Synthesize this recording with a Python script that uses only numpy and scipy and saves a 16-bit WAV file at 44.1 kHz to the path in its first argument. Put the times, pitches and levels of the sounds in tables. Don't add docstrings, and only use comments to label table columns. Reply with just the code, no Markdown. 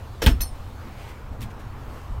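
import sys
import numpy as np
from scipy import signal
from scipy.fft import rfft, irfft
from scipy.io import wavfile
from scipy.ndimage import uniform_filter1d

SR = 44100
rng = np.random.default_rng(int(sys.argv[2]) if len(sys.argv) > 2 else 0)


def to_linear_factor(level_db):
    exponent = np.asarray(level_db, float) / 20
    return 10 ** exponent


def generate_wav(signal):
    frames = np.transpose(np.atleast_2d(signal))
    scaled = np.clip(frames, -1, 1) * 32767
    pcm = np.round(scaled).astype(np.int16)
    wavfile.write(sys.argv[1], SR, pcm)


N = 97020


def evened(x):
    return x / np.sqrt(np.mean(x ** 2) + 1e-20)


def read_spectrum(points, hz):
    point_hz, level_db = np.transpose(points)
    return np.interp(np.log(hz + 1), np.log(point_hz + 1), level_db, left=-90, right=-90)


def curve(rows, t):
    return np.interp(t, *np.transpose(rows))


def add(mix, start_s, sound):
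    part = mix[round(start_s * SR):][:len(sound)]
    part += sound[:len(part)]


def coloured(x, points, tilt_db=0):
    hz = np.fft.rfftfreq(len(x), 1 / SR)
    gain_db = read_spectrum(points, hz) - tilt_db * np.log2(hz / 2000 + 1e-3)
    return evened(irfft(rfft(x) * to_linear_factor(gain_db), len(x)))


def grains(size, spread_db):
    lumps = evened(uniform_filter1d(rng.standard_normal(size), size=60))
    return rng.standard_normal(size) * to_linear_factor(spread_db * lumps)


def modes(table, t, damping):
    ring = 0
    for hz, level_db, t60_s in table:
        decay_db = 60 * t * damping / min(t60_s, .25)
        ring = ring + to_linear_factor(level_db - decay_db) * np.sin(2 * np.pi * hz * t)
    return ring


# pitch_hz, level_db [dB per Hz]
AIR_SPECTRUM = [(97, -47), (165, -12), (200, 3), (369, -5), (406, -2.5), (630, -5.5), (1080, -4.5),
                (1840, -15), (16000, -38)]
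# time_s, level_db
TRAFFIC_NEARNESS = [(0.5, -47.5), (1.564, -45.5), (1.914, -44.5), (2.2, -45)]
# time_s, level_db
HISS_LEVEL = [(0.55, -62), (1.008, -61.5), (1.132, -65), (1.4, -66), (1.932, -62.5), (2.2, -65)]
AIR_DB, TOP_LIFT_DB = -45, 4


def air():
    hop, size = 256, 1024
    frames, hz = N // hop + 5, np.fft.rfftfreq(size, 1 / SR)
    real, imag, patches = rng.standard_normal((frames, size // 2 + 1, 3)).T
    patches = uniform_filter1d(patches, size=8, axis=0)
    patches = evened(uniform_filter1d(patches, size=12, axis=1))
    t = np.arange(frames) * hop / SR
    near_db, hiss_db = curve(TRAFFIC_NEARNESS, t), curve(HISS_LEVEL, t)
    follow = np.interp(hz, [1800, 4000], [1, 0])[:, None]
    motion_db = follow * (near_db - near_db.mean()) + (1 - follow) * (hiss_db - hiss_db.mean())
    tone_db = read_spectrum(AIR_SPECTRUM, hz) + np.interp(hz, [9000, 13000], [0, TOP_LIFT_DB])
    z = (real + 1j * imag) * to_linear_factor(tone_db[:, None] + 1.74 * patches + motion_db)
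    noise = signal.istft(z, nperseg=size, noverlap=size - hop)[1][:N]
    return to_linear_factor(AIR_DB) * evened(noise)


# pitch_hz, level_db [dB per Hz]
RUMBLE_SPECTRUM = [(8.8, 5), (15, 2.5), (38, 1), (80, 4), (113, 0), (131, -2.5), (146, -10.5), (151, -36.5),
                   (200, -11.5), (260, -53.5), (440, -120)]
# time_s, level_db
GUST_LEVEL = [(.5, -37.5), (.9, -37), (1.22, -41), (1.45, -31.5), (1.56, -40), (1.67, -35), (2.04, -40),
              (2.2, -32.5)]


def rumble():
    level_db = curve(GUST_LEVEL, np.arange(N) / SR) + 0.95
    return coloured(rng.standard_normal(N), RUMBLE_SPECTRUM) * to_linear_factor(level_db)


# start_s, level_db, centre_hz, t60_s, band_ratio
HOLLOW_EVENTS = [(0.218, -24.5, 496, 0.19, 1.14), (.225, -29, 300, 0.21, 1.19),
                 (.26, -19, 240, 0.28, 1.165), (.266, -24.5, 111.3, 0.41, 1.235),
                 (0.216, -28.5, 5500, 0.075, 1.01), (.263, -19.5, 2230, 0.11, 1.52),
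                 (.264, -29.5, 890, 0.13, 1.44), (1.058, -41, 560, 0.26, 1.87),
                 (1.309, -42.5, 216, 0.37, 1.23), (1.41, -35.5, 219, 0.25, 1.18),
                 (2.02, -55, 323, 0.14, 0.92)]
HOLLOW_RISE_S = 0.0071


def hollow(level_db, centre_hz, t60_s, band_ratio):
    t = np.arange(SR // 3) / SR
    settle = SR // 10
    band_ratio = max(band_ratio, 1.02)
    edges_hz = [centre_hz / band_ratio, centre_hz * band_ratio]
    band = signal.butter(2, edges_hz, "bandpass", fs=SR, output="sos")
    noise = signal.sosfilt(band, rng.standard_normal(len(t) + settle))[settle:]
    noise = noise / np.sqrt(np.mean(noise[:SR // 20] ** 2))
    return to_linear_factor(level_db - 60 * t / t60_s) * np.minimum(t / HOLLOW_RISE_S, 1) * noise


# start_s, level_db, t60_s, crack_db
KNOCK_EVENTS = [
    (0.219, -23, 0.19, -45),
    (0.2625, -21, 0.17, -8),
    (0.2657, -19.5, 0.089, -28),
    (0.4054, -34.5, 0.15, -31.5),
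    (1.417, -48, 0.19, -30.5),
    (1.429, -45.5, 0.17, -35),
]
# pitch_hz, level_db [dB per Hz]
PANEL_SPECTRUM = [(88, -22), (150, -12), (406, -13.5), (524, -18.5), (1560, -19), (1830, -17.5),
                  (2060, -21.5), (3350, -22.5), (16000, -39.5)]
# pitch_hz, level_db, t60_s
PANEL_RING = [(679, -4.5, 0.41), (1083, -15, 0.32), (1620, -16, 0.058), (2120, 8, 0.047), (2570, -2, 0.091),
              (3200, -19, 0.085), (3500, -29, 0.078), (3100, -3, 0.067), (4260, -33, 0.5)]
KNOCK_RISE_S, TREBLE_DAMPING, RING_DB, GRAIN_DB = 0.0024, 1.13, -6, 3.5
CRACK_HZ, CRACK_WIDTH_HZ, CRACK_T60_S = 3750, 900, .015


def knock(level_db, t60_s, crack_db):
    t = np.arange(SR // 3) / SR
    grit = coloured(grains(len(t), GRAIN_DB), PANEL_SPECTRUM)
    low = signal.lfilter(*signal.butter(2, 3000, fs=SR), grit)
    high = grit - low
    wash = low * to_linear_factor(-60 * t / t60_s) + high * to_linear_factor(-60 * t * TREBLE_DAMPING / t60_s)
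    wash = wash * np.minimum(t / KNOCK_RISE_S, 1)
    ring = modes(PANEL_RING, t, 0.9)
    ring = to_linear_factor(RING_DB) * ring / np.abs(ring).max()
    snap = rng.standard_normal(len(t)) * to_linear_factor(-60 * t / CRACK_T60_S)
    radius = np.exp(-np.pi * CRACK_WIDTH_HZ / SR)
    resonator = [1, -2 * radius * np.cos(2 * np.pi * CRACK_HZ / SR), radius * radius]
    crack = 0.31 * snap + 0.15 * signal.lfilter([1], resonator, snap)
    return to_linear_factor(level_db) * (wash + 2 * ring) + to_linear_factor(crack_db) * crack


CABIN_T60_S, CABIN_DB = 0.12, -6.5


def cabin(x):
    t = np.arange(SR // 4) / SR
    signs = rng.choice([-1., 1.], len(t))
    echoes = signs * (rng.random(len(t)) < .1) * (t > .002)
    tail = echoes * to_linear_factor(-60 * t / CABIN_T60_S)
    return x + to_linear_factor(CABIN_DB) * signal.fftconvolve(x, tail / np.linalg.norm(tail))[:N]


# start_s, level_db, length_s, damping [1 = free], seated [0-1]
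RATTLE_EVENTS = [
    (0.2202, -40.5, 0.011, 0.88, 0.43),
    (0.296, -48, 0.022, 1.3, 1),
    (0.408, -32, 0.018, 0.99, 0.13),
]
LATCH_PITCH_HZ = [3117, 4258, 4377, 5340, 6085, 7200, 8592, 9437, 9588, 11390, 12880, 13980, 14942]
# free_db, t60_s, held_db [seated in striker]
LATCH_MODES = [(-28, .08, -26), (-12, .16, -16), (-12, .16, -18), (-11, .22, -3), (-6, .1, -14),
               (-18, .06, -20), (-10, .24, -14), (-11, .17, -18), (-9, .18, -14), (-1, .11, -6),
               (-14, .2, -22), (-12, .06, -14), (-10, .15, -16)]
CHATTER_PER_S, CHATTER_SPREAD_DB = 1500, 1.5
WOBBLE_DB, CLATTER_DB = 3.5, -8


def rattle(level_db, length_s, damping, seated):
    t = np.arange(SR // 3) / SR
    luck, force = rng.random(len(t)), rng.exponential(1, len(t))
    hits = (luck < CHATTER_PER_S / SR) * to_linear_factor(CHATTER_SPREAD_DB * force)
    hits = hits * np.exp(-np.minimum(t / length_s, 4) ** 3)
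    hits[0] = 2
    clatter = evened(np.diff(grains(len(t) + 1, 3.4)))
    out = to_linear_factor(CLATTER_DB) * clatter * np.exp(-t / length_s)
    for hz, (free_db, t60_s, held_db) in zip(LATCH_PITCH_HZ, LATCH_MODES):
        ring = signal.fftconvolve(hits, modes([(hz, 0, t60_s)], t, damping))[:len(t)]
        wobble = evened(uniform_filter1d(rng.standard_normal(len(t)), size=300))
        ring = ring * to_linear_factor(WOBBLE_DB * wobble)
        mode_db = free_db + seated * (held_db - free_db)
        out += to_linear_factor(mode_db) * ring / np.sqrt(np.mean(ring[:SR // 20] ** 2))
    return to_linear_factor(level_db) * out


# start_s, peak_db, settled_hz, extra_pitch_share [at start], length_s
THUMP_EVENTS = [
    (.238, -21, 45, .2, .026),
    (.2645, -4.5, 47, 1.55, .0335),
    (.312, -11.5, 42, .5, .038),
    (.354, -18, 68, .1, .028),
    (.398, -20, 36, .1, .045),
    (.441, -27, 42, .1, .04),
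    (.515, -29, 36, .1, .04),
    (2.098, -23, 40, .1, .045),
]
SKEW, SAG_S = .65, .008


def thump(peak_db, settled_hz, extra_pitch_share, length_s):
    t = np.arange(0, length_s, 1 / SR)
    pitch_hz = settled_hz * (1 + extra_pitch_share * np.exp(-t / SAG_S))
    turns = np.cumsum(pitch_hz) / SR
    swell = abs(np.sin(np.pi * (t / length_s) ** SKEW)) ** .7
    return -to_linear_factor(peak_db) * swell * np.sin(2 * np.pi * turns)


# start_s, length_s, level_db, dullness_db [per octave]
SCUFF_EVENTS = [
    (0.738, 0.45, -47.5, 12.5),
    (.93, 0.34, -47, 1.5),
    (1.061, 0.11, -49.5, -1.5),
    (1.319, 0.037, -58, -3.5),
    (1.403, 0.021, -44, -3),
    (1.413, 0.045, -39.5, -3.5),
    (1.498, 0.037, -47.5, 1),
    (1.584, 0.065, -51, -1),
    (1.856, 0.31, -56, -4.5),
]
# pitch_hz, level_db [dB per Hz]
SCUFF_SPECTRUM = [(880, -32), (1500, -3), (1900, -4.5), (2020, 2), (2320, 2), (3690, -7), (4970, -10.5),
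                  (14100, -16.5), (16000, -25)]


def scuff(length_s, level_db, dullness_db):
    u = np.arange(0, 2 * length_s, 1 / SR) / length_s
    noise = coloured(grains(SR, 1.6), SCUFF_SPECTRUM, dullness_db)[:len(u)]
    swell = abs(u * 2.63 * np.exp(1 - u * 3.21)) ** 2.37
    return to_linear_factor(level_db) * noise * swell


def scene():
    mix, knocks = air() + rumble(), np.zeros(N)
    for bus, events, source in ((mix, HOLLOW_EVENTS, hollow), (knocks, KNOCK_EVENTS, knock),
                                (mix, RATTLE_EVENTS, rattle), (mix, THUMP_EVENTS, thump),
                                (mix, SCUFF_EVENTS, scuff)):
        for start_s, *settings in events:
            add(bus, start_s, source(*settings))
    return (mix + cabin(knocks))[None]


def band_limit(x):
    return signal.sosfilt(signal.butter(12, 16990, fs=SR, output="sos"), x)


MIC_DIP_HZ, MIC_DIP_WIDTH_HZ, MIC_DIP_DB = 10450, 450, -4
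EDGE_HZ = 15900


def record(dry):
    hz = np.fft.rfftfreq(N, 1 / SR)
    dip_db = MIC_DIP_DB * np.exp(-((hz - MIC_DIP_HZ) / MIC_DIP_WIDTH_HZ) ** 2)
    x = irfft(rfft(dry) * to_linear_factor(dip_db), N)
    lowpass = signal.firwin(511, EDGE_HZ, window=("kaiser", 5), fs=SR)
    x = signal.oaconvolve(x, lowpass[None], "same")
    return band_limit(x)


dry = scene()
out = record(dry)
generate_wav(out)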